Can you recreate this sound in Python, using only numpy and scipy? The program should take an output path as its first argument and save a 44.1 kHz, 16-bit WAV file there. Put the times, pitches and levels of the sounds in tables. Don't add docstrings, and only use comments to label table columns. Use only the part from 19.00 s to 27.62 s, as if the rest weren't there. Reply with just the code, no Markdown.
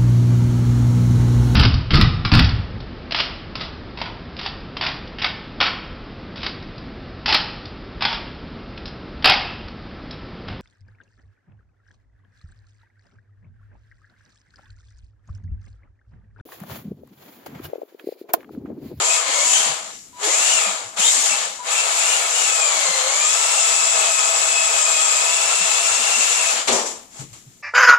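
import sys
import numpy as np
from scipy import signal
from scipy.fft import rfft, irfft, next_fast_len
from scipy.io import wavfile
from scipy.ndimage import uniform_filter1d

SR = 44100
rng = np.random.default_rng(int(sys.argv[2]) if len(sys.argv) > 2 else 0)


def elevation(decibels):
    levels = np.asarray(decibels, float)
    return 10 ** (levels / 20)


def output_pcm(signal):
    pcm = np.clip(np.atleast_2d(signal).T, -1, 1) * 32767
    wavfile.write(sys.argv[1], SR, np.round(pcm).astype(np.int16))


N = 380128


def unit(x):
    return x / np.sqrt(np.mean(abs(x) ** 2) + 1e-20)


def along(points, hz):
    f, v = np.transpose(points)
    return np.interp(np.log(hz + 1), np.log(f + 1), v)


def curves(rows):
    s, *cols = np.transpose(rows)
    return [np.interp(np.arange(N) / SR, s, c) for c in cols]


def wobble(rate):
    knots = rng.standard_normal(int(N * rate / SR) + 4)
    return np.interp(np.arange(N) * rate / SR, np.arange(len(knots)), knots)


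def filtered(x, response):
    m = next_fast_len(N + SR // 4)
    return irfft(rfft(x, m) * response(np.fft.rfftfreq(m, 1 / SR)), m)[..., :N]


def hiss(spectrum):
    return unit(filtered(rng.standard_normal((2, N)), lambda hz: elevation(along(spectrum, hz))))


def blurred(turns, blur_hz, steady):
    drift = [steady + wobble(blur_hz) + 1j * wobble(blur_hz) for _ in range(2)]
    return np.sqrt(2) * np.real(unit(np.array(drift)) * np.exp(2j * np.pi * turns))


def echoes(pair, direct):
    t = np.arange(SR // 4) / SR
    room_t60 = 0.3
    tail = elevation(-60 * t / room_t60) * rng.standard_normal((2, len(t)))
    tail = tail / np.linalg.norm(tail[0])
    tail[:, 0] = direct
    return signal.fftconvolve(pair, tail / np.linalg.norm(tail[0]), axes=1)[:, :N]


def port(hz):
    top_hz, half_width_hz = 7216, 430
    return 1 / np.sqrt(1 + ((hz - top_hz) / half_width_hz) ** 2)


# time in seconds, tooth rate in Hz, load (whine over chassis) in dB.
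DARTS = [
    [(0, 2400, -19), (.07, 2470, -12), (.1, 2570, -5), (.16, 2560, -6), (.2, 2400, -18), (.27, 2050, -16),
     (.34, 2150, -13), (.4, 2160, -7), (.46, 2230, -11), (.49, 2900, -18), (.53, 3030, -7), (.57, 3100, -3),
     (.61, 3120, -10), (.7, 3100, -17)],
    [(1.1, 890, -30), (1.2, 1400, -24), (1.25, 1700, -13), (1.285, 1850, -12), (1.31, 2100, -12),
     (1.35, 2450, -10), (1.45, 2820, -7), (1.52, 2880, -4), (1.6, 2640, -5), (1.66, 2480, -8),
     (1.72, 2400, -20)],
    [(1.96, 2300, -30), (2.0, 2900, -12), (2.04, 3350, -7), (2.075, 3750, -5), (2.11, 3850, -8),
     (2.13, 4250, -16), (2.15, 4350, -14), (2.21, 4420, -15), (2.235, 3500, -20), (2.26, 3250, -12),
     (2.29, 3000, -9), (2.305, 2600, -6), (2.34, 2660, -2), (2.37, 2600, -24), (2.6, 1750, -30)],
    [(2.68, 2150, -14), (2.73, 2600, -5), (2.81, 2720, -4), (2.88, 2600, -18), (3.0, 2650, -8),
     (3.14, 2860, -4), (3.22, 2600, -10), (3.3, 2500, -18), (3.37, 2880, -7), (3.43, 2860, -9),
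     (3.46, 2660, -6)],
]
# time in seconds, tooth rate in Hz, load (whine over chassis) in dB.
CIRCLES = [(3.55, 2584, -7), (3.76, 2240, -8), (3.9, 2075, -10.5), (4.05, 2058, -10.5), (4.2, 2350, -8),
           (4.34, 2631, -8), (4.55, 2701, -4.5), (4.66, 2629, -5.5), (4.95, 2578, -6.5), (5.2, 2546, -7.5),
           (5.4, 2602, -7), (5.55, 2580, -3.5), (5.9, 2525, -6), (6.18, 2526, -5.5), (6.4, 2663, -4),
           (6.9, 2665, -6), (7.1, 2757, -6), (7.5, 2602, -6.5), (7.66, 2312, -35), (8, 803, -38)]


def gear_train():
    return curves(np.vstack(DARTS + [CIRCLES]))


# time in seconds, clatter level in dB.
EFFORT = [
    [(0, -25.5), (.05, -22), (.15, -21), (.256, -27.5), (.546, -17), (.694, -24.5), (.814, -36),
     (1.004, -44), (1.11, -54)],
    [(1.15, -53), (1.19, -44.5), (1.25, -22.5), (1.315, -22), (1.34, -20), (1.5, -19), (1.655, -23.5),
     (1.925, -43.5), (1.96, -41.5)],
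    [(1.97, -31), (2.0, -19), (2.08, -17), (2.17, -20), (2.265, -19), (2.41, -26), (2.57, -38), (2.62, -43)],
]
# time in seconds, clatter level in dB.
STEADY_EFFORT = [(2.67, -29), (2.73, -21), (2.9, -23.5), (2.98, -21.5), (3.15, -20), (3.28, -24),
                 (3.41, -20.5), (3.66, -22.5), (3.91, -23.5), (4.1, -23.5), (4.24, -21.5), (5.18, -21.5),
                 (5.7, -22.5), (5.9, -21.5), (6.6, -22), (7.5, -20.5), (7.58, -25), (7.67, -35.5)]
# peak time in seconds, peak level in dB, rise and fall in dB per second.
SHAKES = [
    (1.98, -33, 2499, 300),
    (7.675, -21.5, 4001, 90),
    (7.734, -19, 330, 97),
    (7.87, -26, 193.5, 138),
    (8.21, -36.5, 154, 250),
    (8.336, -42.5, 2500, 120),
    (8.3, -51.5, 45, 26),
]
GROWTH = [(-57, -2, -3, -11.5), (-39.5, -3, -1.5, -15.5), (-25.5, -0.5, -5, -16), (-22, -5, -9, -15),
          (-17.5, -7.5, -14, -15.5)]
# tooth rate in Hz, chassis change in dB, drone change in dB,
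# dull clatter over the bright in dB.
COAST = [(800, -2.5, -8.5, -11), (1310, -7.5, -15.5, -5), (1905, 0, -6, -6), (2250, -0.5, -1.1, -12)]


def loudness():
    t = np.arange(N) / SR
    s, db = np.vstack(EFFORT + [STEADY_EFFORT]).T
    levels = [np.interp(t, s, db + 0.34, right=-90)]
    for at, peak_db, rise, fall in SHAKES:
        levels.append(peak_db - np.where(t < at, rise * (at - t), fall * (t - at)))
    clatter_db = np.max(levels, axis=0)

    growth_level, *over = np.transpose(GROWTH)
    chassis_db, drone_db, top_db = [np.interp(clatter_db, growth_level, c) for c in over]

    pulled = np.max([1. * (t > on) * (t < off) for on, off, *_ in TRIGGER], axis=0)
    grip_s = 0.064
    free = 1 - uniform_filter1d(pulled, size=int(grip_s * SR) + 1)
    tooth_hz, _ = gear_train()
    coast_hz, *quiet = np.transpose(COAST)
    shell_db, tyre_db, dull_db = [np.interp(tooth_hz, coast_hz, c) for c in quiet]
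    return clatter_db, chassis_db + free * shell_db, drone_db + free * tyre_db, top_db, free * elevation(dull_db)


# multiple of the tooth rate, level over the drone in dB, blur
# in Hz.
OTHER_STAGES = [(.258, -9, 69.5), (.5, -9, 59.9), (1.31, -9, 90.07), (1.5, -11.5, 119.6)]
# frequency in Hz, gain in dB.
CASING = [(530, 2.5), (680, -2.5), (1050, -0.5), (1300, 1.5), (2800, -7), (3200, 1), (3700, -4.5)]
# frequency in Hz, level over the whine in dB.
SECOND_HARMONIC = [(4100, 2.5), (4350, -4), (4600, -9), (5100, -8.5), (5350, -6), (5650, -3.5),
                   (7300, 14.5), (8600, 12)]
# time in seconds, trembling share of the speed,
# lagging inner wheel's gear over the whine in dB.
TREMBLE = [(0, .012, -16), (.45, .012, -14), (.51, .016, 6), (.56, .016, -13), (.62, .016, -3),
           (1.2, .018, -12), (2, .028, -1), (2.1, .028, -3), (2.16, .024, -10), (2.6, .02, -14),
           (2.8, .024, -6), (3.0, .026, -6), (3.3, .024, -7), (3.45, .016, -9), (3.6, .008, -20),
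           (4.3, .008, -20), (4.55, .012, -16), (4.7, .005, -22), (6.2, .005, -22), (6.4, .016, -15),
           (6.9, .016, -15), (7.1, .028, -12), (7.5, .026, -12)]


def gears():
    tooth_hz, whine_db = gear_train()
    clatter_db, chassis_db, drone_db, *_ = loudness()
    tremble, lagging_db = curves(TREMBLE)
    extra_tremble = tremble - tremble.min()
    turns = np.cumsum(tooth_hz * (1 + tremble * wobble(110))) / SR

    stages_db = drone_db + 0.45 * np.minimum(whine_db + 8, 0) - 95 * extra_tremble
    stages = 0
    for k, db, blur_hz in OTHER_STAGES:
        stages = stages + elevation(db + along(CASING, k * tooth_hz)) * blurred(k * turns, blur_hz, steady=0.24)
    stages = elevation(stages_db) * stages

    load_db = chassis_db + whine_db
    second_db = load_db + along(SECOND_HARMONIC, 2 * tooth_hz) - 300 * extra_tremble
    third_db = 3.5 + 0.6 * whine_db - 220 * tremble
    whine = elevation(load_db + 2 - 120 * tremble) * blurred(turns, blur_hz=105, steady=.45)
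    whine = whine + elevation(second_db + 2) * blurred(2 * turns, blur_hz=160, steady=.45)
    third = blurred(3 * turns, blur_hz=450, steady=.45)
    whine = whine + elevation(third_db) * port(3 * tooth_hz) ** 1.1 * third

    whine = whine + elevation(load_db + lagging_db + 1.5) * blurred(0.87 * turns, blur_hz=150, steady=.3)
    whine = whine + elevation(load_db - 9 + 350 * tremble) * blurred(turns, blur_hz=420, steady=.01)

    runout = 1 + .25 * np.cos(2 * np.pi * turns / 16)
    return echoes(elevation(clatter_db) * (runout * whine + stages), direct=2.1)


# frequency in Hz, half width in Hz, lift in dB.
SHELL = [(476.6, 19, 5), (662, 29, 6.5), (816, 10, 8.5), (1282, 100, 3.5), (1746, 20, 7), (2183, 33, 4.5)]


def shell_modes(x):
    return unit(filtered(x, lambda hz: elevation(sum(db / (1 + ((hz - c) / w) ** 2) for c, w, db in SHELL))))


# frequency in Hz, level in dB per Hz.
CLATTER = [(3500, -46), (4800, -14), (5700, -10), (6500, -5), (7200, 2), (7900, -6), (8800, -12.5),
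           (9600, -55)]
# frequency in Hz, level in dB per Hz.
TOP_HISS = [(8200, -31.5), (9000, -1), (11500, -7.5), (14500, -17.5)]
# frequency in Hz, level in dB per Hz.
CHASSIS = [(1300, -13.5), (1600, -3.5), (2000, 0.5), (2600, 1), (3400, 1), (4500, -1), (5200, -6),
           (6000, -33)]
# frequency in Hz, level in dB per Hz.
DRONE = [(25, -30), (100, -22), (250, -15.5), (380, -8.5), (500, 0), (650, 3.5), (1000, 5), (1400, 6.5),
         (1700, 0.5), (2200, -50)]


def rattle():
    clatter_db, chassis_db, drone_db, top_db, dull = loudness()
    tooth_hz, _ = gear_train()
    shaft_turns = np.cumsum(tooth_hz) / SR / 16
    beat = 0.5 * np.cos(2 * np.pi * shaft_turns + 3.1 * wobble(30))
    lumps = beat + 0.56 * wobble(250) + 0.42 * wobble(25)

    slack_db = 0.87 * wobble(18)
    teeth = elevation(-2.0 + slack_db) * unit(elevation(lumps) * hiss(CLATTER))
    teeth = teeth + elevation(top_db + 0.36) * unit(elevation(lumps) * hiss(TOP_HISS))
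    slow_clatter = [(0.805 * hz, db) for hz, db in CLATTER]
    teeth = teeth + dull * elevation(lumps - 3.5) * hiss(slow_clatter)

    shell_lumps = elevation(1.1 * lumps + 0.81 * wobble(22))
    shell = elevation(chassis_db - 2.5) * unit(shell_lumps * shell_modes(hiss(CHASSIS)))
    drone_lumps = elevation(1.4 * lumps + 1.3 * wobble(20))
    drone = elevation(drone_db - 2.0) * unit(drone_lumps * shell_modes(hiss(DRONE)))
    return elevation(clatter_db) * (teeth + shell + drone)


# seconds when pulled, seconds when released, chopping level in dB, seconds to full.
TRIGGER = [
    (-.1, .7, -42, .05),
    (1.13, 1.21, -47, .07),
    (1.2, 1.85, -50, .02),
    (1.95, 2.14, -50, .05),
    (2.59, 2.625, -41, 0.014),
    (2.63, 5.7, -48, .01),
    (5.6, 7.45, -45, .1),
]
# multiple of the chopping rate, level in dB.
CHOP_OVERTONES = [(2, -8), (3, -9), (4, -8), (5, -14), (6, -5), (7, -8), (8, -3)]
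# tooth rate in Hz, level of the overtones in dB.
STALL = [(1250, -5), (1500, -8), (1750, -14), (2400, -16)]


def controller():
    t = np.arange(N) / SR
    pulls = []
    for on, off, db, full in TRIGGER:
        swell_db = np.interp(t, (on, on + full), (-12, 0), left=-90)
        fade_db = 280 * np.maximum(t - off, 0)
        pulls.append(db + swell_db - fade_db)
    tooth_hz, _ = gear_train()
    edge_db = along(STALL, tooth_hz)
    chop_hz = 985
    turns = chop_hz * t
    edges = sum(elevation(db) * blurred(k * turns, blur_hz=40, steady=0.85) for k, db in CHOP_OVERTONES)
    return elevation(np.max(pulls, axis=0)) * (blurred(turns, blur_hz=22, steady=1.1) + elevation(edge_db) * edges)


# start in seconds, level in dB, pitch of the hollow in Hz, seconds to die by 60 dB, level of the crack in
# dB.
BUMPS = [(7.675, -26.5, 800, .43, -25), (7.683, -24, 560, .4, -30), (7.72, -21.5, 615, .55, -30),
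         (7.678, -40, 90, .51, -48), (7.69, -37, 233, .64, -48), (8.19, -37, 135, .28, -47),
         (8.212, -42, 310, .18, -36), (8.33, -62, 420, .18, -39), (8.462, -42, 128, .13, -51.5),
         (7.676, -27, 2000, .42, -60), (7.68, -21, 2800, .2, -60), (6.89, -37, 91, .2, -70),
         (8.3, -41, 111, .2, -57), (8.55, -56, 110, .15, -70), (8.2, -50, 47, .3, -70),
         (.69, -43, 140, .18, -70), (1.84, -47, 107, .15, -70), (1.98, -42, 180, .2, -60),
         (.65, -45, 230, .2, -70), (1.65, -45, 200, .3, -70), (3.89, -43, 170, .2, -70),
         (4.81, -44, 170, .17, -70), (6.6, -42, 170, .3, -70), (7.44, -42, 100, .17, -70),
         (7.35, -43, 170, .2, -70), (1.27, -30, 540, .3, -70), (1.4, -44, 240, .2, -70),
         (1.53, -44, 190, .2, -70), (2.16, -43, 260, .25, -70), (2.29, -42, 240, .25, -70),
         (3.41, -43, 280, .15, -70), (.28, -44, 270, .2, -70), (.44, -43, 260, .15, -70),
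         (2.77, -44, 240, .15, -70), (7.16, -43, 240, .17, -70), (6.99, -44, 240, .15, -70),
         (7.53, -43, 230, .15, -70), (7.78, -31, 700, .5, -70), (0, -29, 680, .4, -70),
         (4.94, -45, 230, .15, -70)]


def bumps():
    out, t = np.zeros((2, N + SR)), np.arange(SR // 2) / SR
    hz = np.fft.rfftfreq(len(t), 1 / SR)
    for s, db, hollow_hz, t60, crack_db in BUMPS:
        white = rng.standard_normal((2, 2, len(t)))
        width = np.interp(hollow_hz, (100, 600), (.25, .7))
        band = 1 / (1 + (np.log(hz / hollow_hz + 1e-6) / width) ** 4)
        body = unit(irfft(rfft(white[0]) * band, len(t)))
        low_tone = np.interp(hollow_hz, (200, 400), (1.4, 0))
        body = body + low_tone * np.sin(2 * np.pi * hollow_hz * t)
        swell = 1 - np.exp(-t * hollow_hz / 2)
        body = elevation(db - 60 * t / t60) * swell * body
        crack = elevation(crack_db - 19 - 60 * t / 0.26) * white[1]
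        out[:, round(s * SR):][:, :len(t)] += body + crack
    return out[:, :N]


# frequency in Hz, level in dB per Hz.
KITCHEN = [(20, -10), (60, -9), (130, -6), (300, -5), (450, -16), (1250, -35.5), (4000, -26.5),
           (7200, -14.5), (10000, -27.5), (14500, -23)]


def still_room():
    return elevation(-60.5 + 3.5) * hiss(KITCHEN)


# start in seconds, level in dB, seconds to die by 60 dB.
TICKS = [
    (7.674, -18, .03),
    (7.682, -11, .03),
    (7.696, -18, .02),
    (8.174, -36, .03),
    (8.211, -30, .03),
    (8.221, -32, .03),
    (8.331, -29, .025),
    (8.343, -36, .03),
    (5.888, -14, .04),
    (5.906, -18, .03),
]
# frequency in Hz, level in dB per Hz.
TICK_COLOUR = [(300, -4), (1000, -4), (7200, -1), (9500, -10), (12000, -10), (14500, -14)]


def ticks():
    out, t = np.zeros((2, N + SR)), np.arange(SR // 10) / SR
    for s, db, t60 in TICKS:
        click = elevation(db - 6 - 60 * t / t60) * rng.standard_normal((2, len(t)))
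        out[:, round(s * SR):][:, :len(t)] += click
    return filtered(out[:, :N], lambda hz: elevation(along(TICK_COLOUR, hz)))


# frequency in Hz, left-right likeness from -1 to 1.
ALIKE = [(60, 0.54), (250, 0.81), (620, 0.69), (900, 0.52), (1150, 0.3), (1400, -0.36), (2900, 0.17),
         (6000, -0.04)]


def at_ports(pair):
    def blend(hz):
        angle = np.arccos(np.clip(along(ALIKE, hz), -1, 1)) / 2
        return np.array([np.cos(angle), np.sin(angle)])
    mid, side = filtered(pair, blend)
    return np.array([mid + side, mid - side])


def scene():
    return at_ports(gears() + rattle() + controller() + bumps() + still_room() + ticks())


# frequency in Hz, level over the moment's average in dB.
MASK = [(25, 3), (120, 1), (200, -3.5), (350, -7), (480, -12), (700, -22), (1400, -16), (2000, -14),
        (5000, -15), (8300, -11), (9600, -11.5), (11000, -11), (12100, -11), (12500, -6), (14500, -8)]


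def masked(x):
    hz, _, z = signal.stft(x, SR, nperseg=2048)
    power, bass = abs(z) ** 2, hz[:, None] < 600
    local = np.where(bass, uniform_filter1d(power, size=2, axis=1), power)

    chance = rng.standard_normal(z.shape[1:])
    grouped = chance[np.arange(len(hz)) // 12 * 12]
    scatter_db = np.where(bass, 2.5 * chance, 3 * grouped)

    moment = power.mean(axis=1, keepdims=True)
    quietness = np.minimum(moment / np.median(moment, axis=2, keepdims=True), 1)
    moment = moment * quietness ** 0.3
    keep = local > moment * elevation(2 * along(MASK, hz)[:, None] + scatter_db)
    gain = np.maximum(keep, elevation(-37) * bass)
    return signal.istft(z * gain, SR, nperseg=2048)[1][:, :N]


def roll_off(x):
    return signal.sosfilt(signal.butter(12, 14520, fs=SR, output="sos"), x)


# frequency in Hz, left over right in dB.
LEFT = [(60, 5.5), (110, -1.5), (200, 7.5), (370, 4), (680, 6), (1240, 4), (2270, 0.5), (4150, 7.5),
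        (7600, 5.5), (13900, 3.5)]


def record(dry):
    x = filtered(dry, lambda hz: elevation(np.array([[.5], [-.5]]) * along(LEFT, hz) + 3.0))
    x = x / (1 + abs(x / .9) ** 6) ** (1 / 6)
    return roll_off(masked(x))


dry = scene()
out = record(dry)
output_pcm(out)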